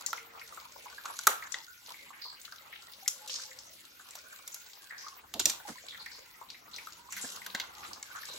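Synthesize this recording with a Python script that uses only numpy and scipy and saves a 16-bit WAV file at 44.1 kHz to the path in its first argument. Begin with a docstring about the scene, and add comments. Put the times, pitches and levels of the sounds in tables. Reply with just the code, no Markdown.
"""A sharp plastic snap comes almost at once, then others, as thin lids are pressed onto plastic cups.
Each snap is a noise burst of tiny buckles ringing modes of cup and lid; crackle dies away after it.
Between snaps, shaped noise and slips make rustle, creaks, ticks and scrapes; cups knock on the table.
Faint wavering tones come and go over room hiss and low rumble.
A close two-port microphone hears it all in a small hard room, with sparse decaying echoes of the hits."""
import sys
import numpy as np
from scipy import signal
from scipy.io import wavfile
from scipy.ndimage import uniform_filter1d

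SR = 44100
rng = np.random.default_rng(int(sys.argv[2]) if len(sys.argv) > 2 else 0)


def log_audio(samples):
    """Write samples as a 16-bit WAV file to the path given in sys.argv[1]."""
    # one column per channel
    frames = np.atleast_2d(samples).T
    # limit to full scale, then quantise
    limited = np.clip(frames, -1, 1)
    pcm = np.round(limited * 32767).astype(np.int16)
    wavfile.write(sys.argv[1], SR, pcm)


N = 369558  # samples


def gain_of(db):
    """Amplitude factor of a level in dB."""
    return 10 ** (np.asarray(db) / 20)


def evened(x):
    """Scale to rms 1."""
    return x / np.sqrt(np.mean(x ** 2) + 1e-20)


def peaked(x):
    """Scale to peak 1."""
    return x / (np.max(abs(x)) + 1e-12)


def read(points, hz):
    """Interpolate a (frequency, value) table along log frequency."""
    f, value = np.transpose(points)
    return np.interp(np.log(hz + 1), np.log(f + 1), value)


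def add(mix, time_s, sound):
    """Mix a two-port sound in at its time, cut at the end."""
    part = mix[:, round(time_s * SR):][:, :sound.shape[1]]
    part += sound[:, :part.shape[1]]


def ring(x, modes):
    """Each mode: shift its pitch curve to zero, smooth twice, shift back; neighbours swing in opposition."""
    out = 0
    for k, (hz, width_hz, db) in enumerate(modes):
        phase = 2 * np.pi * np.cumsum(hz * np.ones(x.shape[-1])) / SR
        turn = np.exp(1j * phase)
        r = np.exp(-np.pi * width_hz / SR)  # width of each of the two poles
        shifted = x * turn.conj() + 1e-18
        smooth = signal.lfilter([(1 - r) ** 2], [1, -2 * r, r * r], shifted)
        out = out + (-1) ** k * gain_of(db) * 2 * (turn * smooth).real
    return out


def slips(per_s, spread_db, fade_s):
    """Sparse slips of the skin on plastic, most small and a few large, each starting sharply and fading."""
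    when, size = rng.random(N), rng.exponential(1, N)
    starts = (when < per_s / SR) * gain_of(spread_db * np.minimum(size, 3))
    return evened(signal.lfilter([1], [1, -np.exp(-1 / (fade_s * SR))], starts))


def drift(per_s):
    """Slow random curve: straight lines between normal draws."""
    steps = rng.standard_normal(round(N / SR * per_s) + 2)
    return np.interp(np.arange(N) / SR * per_s, np.arange(len(steps)), steps)


def thin(x):
    """Light plastic radiates no bass: high-pass at 350 Hz."""
    return signal.lfilter(*signal.butter(2, 350.0, "high", fs=SR), x)


# Likeness of the two ports' noise: (frequency [Hz], correlation)
PORT_LIKENESS = [(60, 0.76), (300, 0.99), (700, 0.1), (2000, 0.051), (6000, 0.54)]
# Port balance of the noise: (frequency [Hz], left-right difference [dB])
PORT_LEAN = [(60, 5), (300, -4.5), (1000, 2.5), (4000, 0.5), (15000, 2)]


def noise(spectrum, patchy_db, size=512):
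    """Random short-time spectra for both ports, with drifting patches, fainter in the bass."""
    frames, hz = 4 * N // size + 5, np.fft.rfftfreq(size, 1 / SR)
    a, b, c, d, patches = rng.standard_normal((frames, len(hz), 5)).T
    patches = evened(uniform_filter1d(uniform_filter1d(patches, 18, 0), 12, 1))
    same = read(PORT_LIKENESS, hz)[:, None]
    left = a + 1j * b
    right = same * left + np.sqrt(1 - same ** 2) * (c + 1j * d)
    patch_share = (hz / (hz + 900))[:, None]
    z = np.array([left, right])
    z *= gain_of(read(spectrum, hz)[:, None] + patchy_db * patches * patch_share)
    z *= gain_of(np.array([.5, -.5])[:, None] * read(PORT_LEAN, hz))[:, :, None]
    return evened(signal.istft(z, nperseg=size, noverlap=3 * size // 4)[1][:, :N])


AIR_DB = -58  # rms of the hiss
# Room hiss spectrum: (frequency [Hz], relative level per Hz [dB])
AIR_SPECTRUM = [(90, -28), (160, -3.5), (500, -5), (1000, -10), (2000, 2), (5000, -9.5), (8700, -18.5),
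                (12000, -11), (16000, -4)]
# Table rumble spectrum: (frequency [Hz], relative level per Hz [dB])
TABLE_SPECTRUM = [(20, -21), (70, 6), (130, 0), (400, -2), (800, -92)]
# Low rumble through the table: (time [s], level [dB])
RUMBLE = [(0.0, -72.5), (5.179, -78), (5.46, -58), (5.55, -73.5), (7.7, -70), (7.9, -60), (8.05, -74),
          (8.38, -68)]


def background():
    """Shaped noise: room hiss, and a low rumble that swells when the table is stirred."""
    rumble_db = np.interp(np.arange(N) / SR, *np.transpose(RUMBLE))
    hiss = gain_of(AIR_DB) * noise(AIR_SPECTRUM, patchy_db=7.0)
    return hiss + gain_of(rumble_db) * noise(TABLE_SPECTRUM, patchy_db=12.0, size=4096)


# Faint drawn-out tones: (time [s], length [s], pitch [Hz], rms before the fades [dB])
SQUEAKS = [(0.12, 0.42, 455, -67), (1.563, 0.065, 895, -54), (3.022, 0.059, 788, -57.5),
           (3.101, 0.55, 515, -64.5), (3.2, 0.076, 856, -55.5), (3.445, 0.044, 850, -61),
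           (5.031, 0.12, 1081, -53.5), (5.649, 0.035, 838, -48), (5.755, 0.025, 1023, -53),
           (6.965, 0.15, 968, -59), (7.118, 0.53, 190.7, -66.5), (8.078, 0.055, 1476, -52)]


def squeaks():
    """Fuzzy tones: a wavering whistle, clearest in short ones, plus noise in its resonance and a little rub."""
    out = np.zeros((2, N))
    chance = rng.standard_normal((len(SQUEAKS), 3, SR))
    for (time_s, length_s, hz, db), (shared, *own) in zip(SQUEAKS, chance):
        n = round(length_s * SR)
        pitch_hz = hz * (1 + .007 * evened(uniform_filter1d(shared, 3000)))
        modes = [(pitch_hz, 0.061 * hz, 0), (1.34 * hz, hz, -24)]
        fuzz = evened(ring(shared + 0.87 * np.array(own), modes)[:, -n:])
        whistle = np.cos(2 * np.pi * np.cumsum(pitch_hz[-n:]) / SR)
        tone = evened(fuzz + min(0.11 / length_s, 1.3) * whistle)
        add(out, time_s, gain_of(db) * tone * signal.windows.tukey(n, .3) * np.linspace(1.2, .7, n))
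    return out


# Peak after each snap, relative to its rim (crackle), flex or pop
SETTLE_RIM_DB, SETTLE_FLEX_DB, SETTLE_CREAK_DB = -55, -23.5, -25.5
SETTLE_S = 0.044  # decay time constant


def settling(levels_db):
    """Exponentially dying level of the crackle that each snap leaves behind."""
    kicks = np.zeros(N)
    kicks[[round(row[0] * SR) for row in SNAPS]] = gain_of(levels_db)
    return signal.lfilter([1], [1, -np.exp(-1 / (SETTLE_S * SR))], kicks)


FLEX_DB = -3.5  # the flexing lid, relative to the rustle
# How busy the hands are: (time [s], lid rustle level [dB], cup wall creak level [dB])
HANDLING = [(0, -54, -54), (.3, -64.5, -59.5), (0.551, -55, -52.5), (.69, -60.5, -61.5),
            (.88, -55.5, -50.5), (1.2, -52.5, -57.5), (1.77, -62, -79), (1.92, -53.5, -53),
            (2.15, -62.5, -61), (2.75, -61, -56.5), (3.2, -54, -60), (3.8, -58.5, -61), (4.3, -58, -56),
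            (4.85, -59.5, -61.5), (5.27, -67, -62.5), (5.7, -57, -54), (6.36, -62, -60), (6.64, -68.5, -61),
            (6.8, -52.5, -56.5), (7.06, -64.5, -63.5), (7.2, -44.5, -52.5), (7.72, -62, -53.5),
            (7.86, -48.5, -52), (8.0, -64.5, -57.5), (8.12, -54, -54.5), (8.38, -50, -51.5)]
# Lid rustle spectrum: (frequency [Hz], relative level per Hz [dB])
RUSTLE_SPECTRUM = [(2590, -40), (4400, -7.5), (7550, -7.5), (8100, -9), (8640, -20), (11100, -9.5),
                   (15000, -24.5), (16000, -31)]
# Cup wall modes: (frequency [Hz], width [Hz], relative level [dB])
WALL_MODES = [(578, 300, -1.5), (848, 220, -3), (1087, 630, 5.5), (1450, 190, 5.5), (2103, 330, 3),
              (2420, 690, -6)]


def handling():
    """Fingers make the cup walls creak in small slips and the lid rustle in fine crackle."""
    time_s, *columns = np.transpose(HANDLING)
    rustle, strain = (gain_of(np.interp(np.arange(N) / SR, time_s, c)) for c in columns)
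    _, rim_db, _, pop_db, flex_db, *_ = np.transpose(SNAPS)
    shared, left, right = rng.standard_normal((N, 3)).T
    rub = shared + 2.5 * np.array([left, right])
    crackle = 1 + .4 * slips(200, 3, .003) + .45 * slips(22, 3, .002)

    rim_level = np.hypot(rustle, settling(rim_db + SETTLE_RIM_DB))
    rim = rim_level * evened(noise(RUSTLE_SPECTRUM, patchy_db=4.5) * crackle)
    flex_level = np.hypot(gain_of(FLEX_DB) * rustle, settling(rim_db + flex_db + SETTLE_FLEX_DB))
    flex = flex_level * evened(ring(rub * crackle, FLEX_MODES))

    # each slip catches one part of the wall, so every mode creaks at its own moments
    creak = 0
    for hz, width_hz, db in WALL_MODES:
        push = rub * (1.0 + slips(18, 2.5, .012)) * gain_of(4 * drift(9))
        bent_hz = hz * (1 + .08 * drift(6))  # the grip bends the pitch
        creak = creak + ring(push, [(bent_hz, width_hz, db)])
    settle = settling(rim_db + pop_db + SETTLE_CREAK_DB) * evened(ring(rub, [(966.0, 1760.0, 0)]))
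    return rim + flex + strain * evened(creak) + settle


SCRAPE_RISE_S = .004
# A lid edge drags over a cup:
# (time [s], decay time [s], pitch [Hz], width [Hz], rms before envelope and grit [dB])
SCRAPES = [(0.068, 0.1, 5760, 2490, -43.5), (1.424, 0.069, 1340, 1100, -47),
           (1.666, 0.11, 1456, 150, -52.5), (2.128, 0.097, 1720, 1800, -51),
           (2.215, 0.11, 4480, 1040, -42.5), (2.72, 0.11, 2850, 2520, -52.5),
           (3.299, 0.13, 5200, 4030, -38), (4.516, 0.11, 6700, 2000, -51), (4.899, 0.13, 1750, 730, -48),
           (4.978, 0.11, 5300, 2700, -47), (5.457, 0.046, 5260, 4040, -34.5),
           (5.67, 0.064, 6040, 8260, -46), (5.672, 0.041, 1280, 1500, -45),
           (5.889, 0.084, 3580, 900, -47.5), (5.992, 0.081, 4300, 1200, -47),
           (6.111, 0.11, 4720, 1520, -49), (6.485, 0.074, 3950, 890, -53), (6.729, 0.058, 4050, 800, -45.5),
           (7.104, 0.049, 6440, 2020, -48), (7.117, 0.064, 2080, 2020, -46.5),
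           (7.212, 0.061, 7330, 2530, -39.5), (7.827, 0.046, 1700, 1500, -48),
           (8.148, 0.049, 1460, 585, -42.5), (8.284, 0.09, 3970, 600, -46)]


def scrapes():
    """Gritty noise in one resonance: an abrupt start, then it thins out."""
    out, t = np.zeros((2, N)), np.arange(SR // 3) / SR
    chance = rng.standard_normal((len(SCRAPES), 3, len(t)))
    grit = 1 + .55 * slips(120, 3.5, .003)
    for (time_s, decay_s, hz, width_hz, db), (shared, *own) in zip(SCRAPES, chance):
        hiss = ring(shared + 2.1 * np.array(own), [(hz, width_hz, 0)])
        hiss = ring(hiss, [(hz, 2 * width_hz, 0)])
        envelope = np.minimum(t / SCRAPE_RISE_S, 1) * np.exp(-(t / decay_s) ** 1.93)
        add(out, time_s, gain_of(db) * evened(hiss) * envelope)
    return out * evened(grit)


def flicks(rows, width_share, burst_s, after_db, after_s):
    """A thin click and a short burst of noise in one band, then a fainter fading crackle in a broader band."""
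    out, t = np.zeros((2, N)), np.arange(7000) / SR
    chance = rng.standard_normal((len(rows), 3, len(t)))
    rise = np.minimum(t / 0.00078, 1)
    burst = rise * np.exp(-t / burst_s)
    after = rise * gain_of(after_db) * np.exp(-t / after_s)
    for (time_s, db, hz), (shared, *own) in zip(rows, chance):
        push = shared + 1.1 * np.array(own)
        click = gain_of(-13.5) * np.diff(push * np.exp(-t / 0.0013), prepend=0) * np.sqrt(hz / SR)
        sound = ring(push * burst, [(hz, width_share * hz, 0)])
        sound = sound + ring(push * after, [(hz, 1.7 * width_share * hz, 0)]) + click
        add(out, time_s, gain_of(db) * peaked(sound) * gain_of([[1.2], [-1.2]]))
    return out


# Small ticks of the lid's edge: (time [s], peak before port balance [dB], pitch [Hz])
TICKS = [(0.395, -39.5, 4500), (0.476, -40, 6800), (0.545, -38, 7400), (0.5996, -39, 4500),
         (0.721, -38, 6200), (0.8994, -40.5, 5150), (1.8614, -38, 4860), (1.891, -35.5, 3600),
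         (2.22, -42, 4230), (2.4147, -37.5, 7100), (2.522, -34, 4600), (2.5827, -40, 3960),
         (2.9347, -36, 4300), (3.2953, -28.5, 3430), (3.3864, -31.5, 4750), (3.588, -31, 5400),
         (4.1073, -33.5, 6680), (4.1884, -36.5, 5160), (4.732, -39, 4500), (5.0826, -33, 5310),
         (5.478, -40, 5800), (5.521, -43, 6000), (5.8845, -29, 3930), (6.0605, -38, 5030),
         (6.502, -30.5, 4300), (6.741, -33.5, 4140), (6.762, -29, 5370), (6.9227, -36, 4900),
         (7.2133, -32, 7640), (7.3013, -33.5, 7140), (7.363, -33.5, 4800), (7.4997, -34.5, 3840),
         (7.7498, -39, 5070), (7.8498, -35.5, 3260), (7.8777, -39, 5130), (7.9317, -28.5, 5100),
         (8.253, -31.5, 6230)]


def ticks():
    """The lid's edge flicks: short bursts in a broad high band."""
    return flicks(TICKS, width_share=.45, burst_s=.003, after_db=-19, after_s=.05)


# Single creaks of a cup wall: (time [s], peak before port balance [dB], pitch [Hz])
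CREAKS = [(0.177, -35, 2140), (0.348, -41, 1250), (0.413, -36, 2140), (0.523, -38, 1140),
          (0.573, -34, 1250), (0.615, -44, 1000), (0.652, -41, 1010), (0.759, -41.5, 970),
          (0.857, -35.5, 954), (0.98, -34, 1530), (1.423, -31, 2000), (1.941, -38.5, 2150),
          (2.104, -39, 1070), (2.251, -40.5, 1006), (2.477, -41, 1430), (2.522, -36.5, 1380),
          (2.66, -48.5, 1010), (2.727, -36.5, 2040), (3.059, -38.5, 2020), (3.397, -38, 1560),
          (3.512, -39.5, 1990), (3.995, -41.5, 1400), (4.906, -36, 1960), (5.0635, -36, 1230),
          (5.599, -42.5, 1500), (5.781, -41, 1900), (5.924, -42, 1990), (5.945, -37.5, 1880),
          (6.0605, -30, 1990), (6.412, -35, 1030), (6.544, -41, 2170), (6.783, -32.5, 2250),
          (6.869, -33.5, 1300), (7.088, -41, 1040), (7.166, -37, 2020), (7.244, -36, 1660),
          (7.416, -36.5, 2030), (7.83, -46, 1410), (8.153, -34, 1260), (8.231, -35.5, 1720)]


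def creaks():
    """A cup wall gives: longer bursts in a narrower, lower band."""
    return flicks(CREAKS, width_share=.2, burst_s=.006, after_db=-14, after_s=.04)


# Cups knocking on the table: (time [s], peak before port balance [dB], pitch [Hz], t60 [s])
KNOCKS = [(1.268, -31.5, 380, 0.066), (5.344, -38.5, 247, 0.089), (5.394, -35, 345, 0.041),
          (5.45, -35.5, 232, 0.13), (5.682, -39.5, 304, 0.055), (5.695, -39.5, 154, 0.062),
          (7.238, -39, 242, 0.04), (7.545, -37.5, 270, 0.026)]


def knocks():
    """A full cup gives a short dull thud when it meets the table: noise in two low modes."""
    out, t = np.zeros((2, N)), np.arange(9000) / SR
    chance = rng.standard_normal((len(KNOCKS), len(t)))
    for (time_s, db, hz, t60_s), push in zip(KNOCKS, chance):
        body = ring(push, [(hz, 160, 0), (2.55 * hz, 450, -4)])
        sound = peaked(body * np.minimum(t / 0.041, 1) * gain_of(-60 * t / t60_s))
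        add(out, time_s, gain_of(db + np.array([[-2.5], [2.5]])) * sound)
    return out


def placed(pair, pan_db, lag_per_db=.4):
    """The nearer port hears a sound louder and a little earlier; lags in samples."""
    lag = round(lag_per_db * pan_db)
    near = pair * gain_of([[pan_db / 2], [-pan_db / 2]])
    return np.array([np.roll(near[0], max(-lag, 0)), np.roll(near[1], max(lag, 0))])


# Lid modes, flexing: (frequency [Hz], width [Hz], relative level [dB])
FLEX_MODES = [(2710, 105, 3), (3827, 2050, 7)]
# Lid rim modes: (frequency [Hz], width [Hz], relative level [dB])
RIM_MODES = [(5340, 4900, -1), (5840, 480, 12), (7010, 1330, 6)]
# Highest lid modes, the fizz: (frequency [Hz], width [Hz], relative level [dB])
FIZZ_MODES = [(11000, 360, -3.5), (12900, 5400, -8), (16400, 1200, -19)]
# Snaps: (time [s], rim peak before pan [dB], cup pop pitch [Hz], pop level re rim [dB],
# lid flex level re rim [dB], fizz level re rim [dB], left-right pan [dB], buckling length before x1.4 [s])
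SNAPS = [(0.0625, -16, 840, -43, -13.5, -8, 5.5, 0.0055), (0.13, -33.5, 1360, 11.5, 5, 5, 0, 0.0023),
         (1.0547, -34.5, 1350, 6, 0, -7, 0.5, 0.0059), (1.1898, -23.5, 1480, -9.5, -4.5, -13, 0.5, 0.0028),
         (1.2695, -9.5, 1395, 0, -5.5, 0.5, 0.5, 0.0028), (1.275, -31.5, 1250, 18.5, -17, 5, -1.5, 0.0017),
         (1.5207, -26.5, 2100, -45, -25, -18, 10, 0.0058), (1.542, -31.5, 1964, 7, 7, -19, 1.5, 0.0034),
         (2.45, -44, 1530, -42, 9, 1, 6.5, 0.0062), (3.0781, -11.5, 1990, -22.5, -30, -9.5, 1.5, 0.004),
         (3.276, -32, 2080, -36, -3, -7, 3, 0.0088), (4.153, -36.5, 920, -7, -1.5, 0, 0.5, 0.0046),
         (4.4768, -31, 2250, -17, -6, 2.5, -2, 0.0035), (4.544, -30, 2520, -18, -5.5, 2, 0.5, 0.0039),
         (5.339, -28.5, 740, -9.5, 4, 2, -3.5, 0.0033), (5.3948, -20.5, 1430, -28, 2.5, -6, -6, 0.0055),
         (5.3983, -15.5, 1530, -16.5, -12, -9, 1, 0.0036), (5.456, -7.5, 2510, -18, -7, -6.5, -3.5, 0.0028),
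         (5.4972, -17, 2400, -16, -5, -12, 0, 0.0047), (7.1237, -26, 1850, -15, -17, -13, -1, 0.01),
         (7.1644, -37, 2020, 2.5, -2, 1, -1, 0.018), (7.4632, -33, 1990, 1, 4, 2.5, 1, 0.0039),
         (7.5485, -28, 2050, 3.5, 6, -4, 1, 0.0053), (7.599, -33, 2130, 4, 9.5, -0.5, -1, 0.0047),
         (8.0275, -27, 2200, -14, -8, -25, 3.5, 0.0026), ]


def snaps():
    """A sharp first buckle and a dying shower of smaller ones drive cup and lid."""
    out, t = np.zeros((2, N)), np.arange(1800) / SR
    chance = rng.standard_normal((len(SNAPS), 4, len(t)))
    for row, (shared, size, *own) in zip(SNAPS, chance):
        time_s, rim_db, hz, pop_db, flex_db, fizz_db, pan_db, length_s = row
        shower = np.exp(-(t / (1.4 * length_s)) ** 1.25)
        first = 0.8 * np.exp(-t / 0.0006)
        shape = np.minimum(t / 0.000077, 1) * (shower + first)
        buckles = (shared + 0.28 * np.array(own)) * gain_of(6.64 * size) * shape
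        pop_modes = [(0.745 * hz, 300, -6), (hz, 260, 0), (1.56 * hz, 700, -16)]
        cup = gain_of(pop_db) * peaked(ring(buckles, pop_modes))
        flex = gain_of(flex_db) * peaked(ring(buckles, FLEX_MODES))
        rim = peaked(ring(buckles, RIM_MODES))
        fizz = gain_of(fizz_db) * peaked(ring(buckles, FIZZ_MODES))
        add(out, time_s, placed(gain_of(rim_db) * (cup + flex + rim + fizz), pan_db))
    return out


# Echo decay: (frequency [Hz], t60 [s])
ROOM_DECAY = [(250, 0.93), (660, 0.49), (1740, 0.46), (4590, 0.23), (12100, 0.3)]


def tail():
    """Sparse taps of random sign, one in every 20 samples, building up, each band dying at its own speed."""
    taps = np.zeros((2, SR // 2))
    at = np.arange(260, SR // 2 - 20, 20) + rng.integers(0, 20, (2, (SR // 2 - 261) // 20))
    np.put_along_axis(taps, at, rng.choice([-1., 1.], at.shape), 1)
    hz, t, z = signal.stft(taps, SR, nperseg=256)
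    decay = gain_of(-60 * t / read(ROOM_DECAY, hz)[:, None])
    echo = signal.istft(z * np.minimum(t / 0.017, 1) * decay, SR, nperseg=256)[1]
    return echo / np.linalg.norm(echo[0])


def room(x):
    """The echoes are passed around three random patterns, 40 rounds a second, for an even, dense tail."""
    turn = 2 * np.pi * 40 * np.arange(N) / SR
    shares = [np.sqrt(2 / 3) * abs(np.cos(turn / 2 + k * np.pi / 3)) for k in range(3)]
    return sum(signal.fftconvolve(x * share, tail(), axes=1)[:, :N] for share in shares)


HANDS_LAG_SAMPLES = 7  # the rubbing of the hands reaches the left port late


def scene():
    """Rubbing and hits at the ports, echoes of the hits, and the background."""
    edge_hits = ticks() + creaks()
    left, right = thin(handling() + scrapes()) + squeaks()
    rubbing = np.array([np.roll(left, HANDS_LAG_SAMPLES), right])
    hits = thin(snaps() + edge_hits) + knocks()
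    bright_hits = signal.lfilter(*signal.butter(1, 2500.0, "high", fs=SR), hits)
    return hits + rubbing + gain_of(-8.0) * room(bright_hits) + background()


EDGE_HZ = 16000


def record(dry):
    """The band limit of the recorder: a linear-phase low-pass."""
    lowpass = signal.firwin(511, EDGE_HZ, window=("kaiser", 9), fs=SR)
    return signal.oaconvolve(dry, lowpass[None], "same")


dry = scene()
out = record(dry)
log_audio(out)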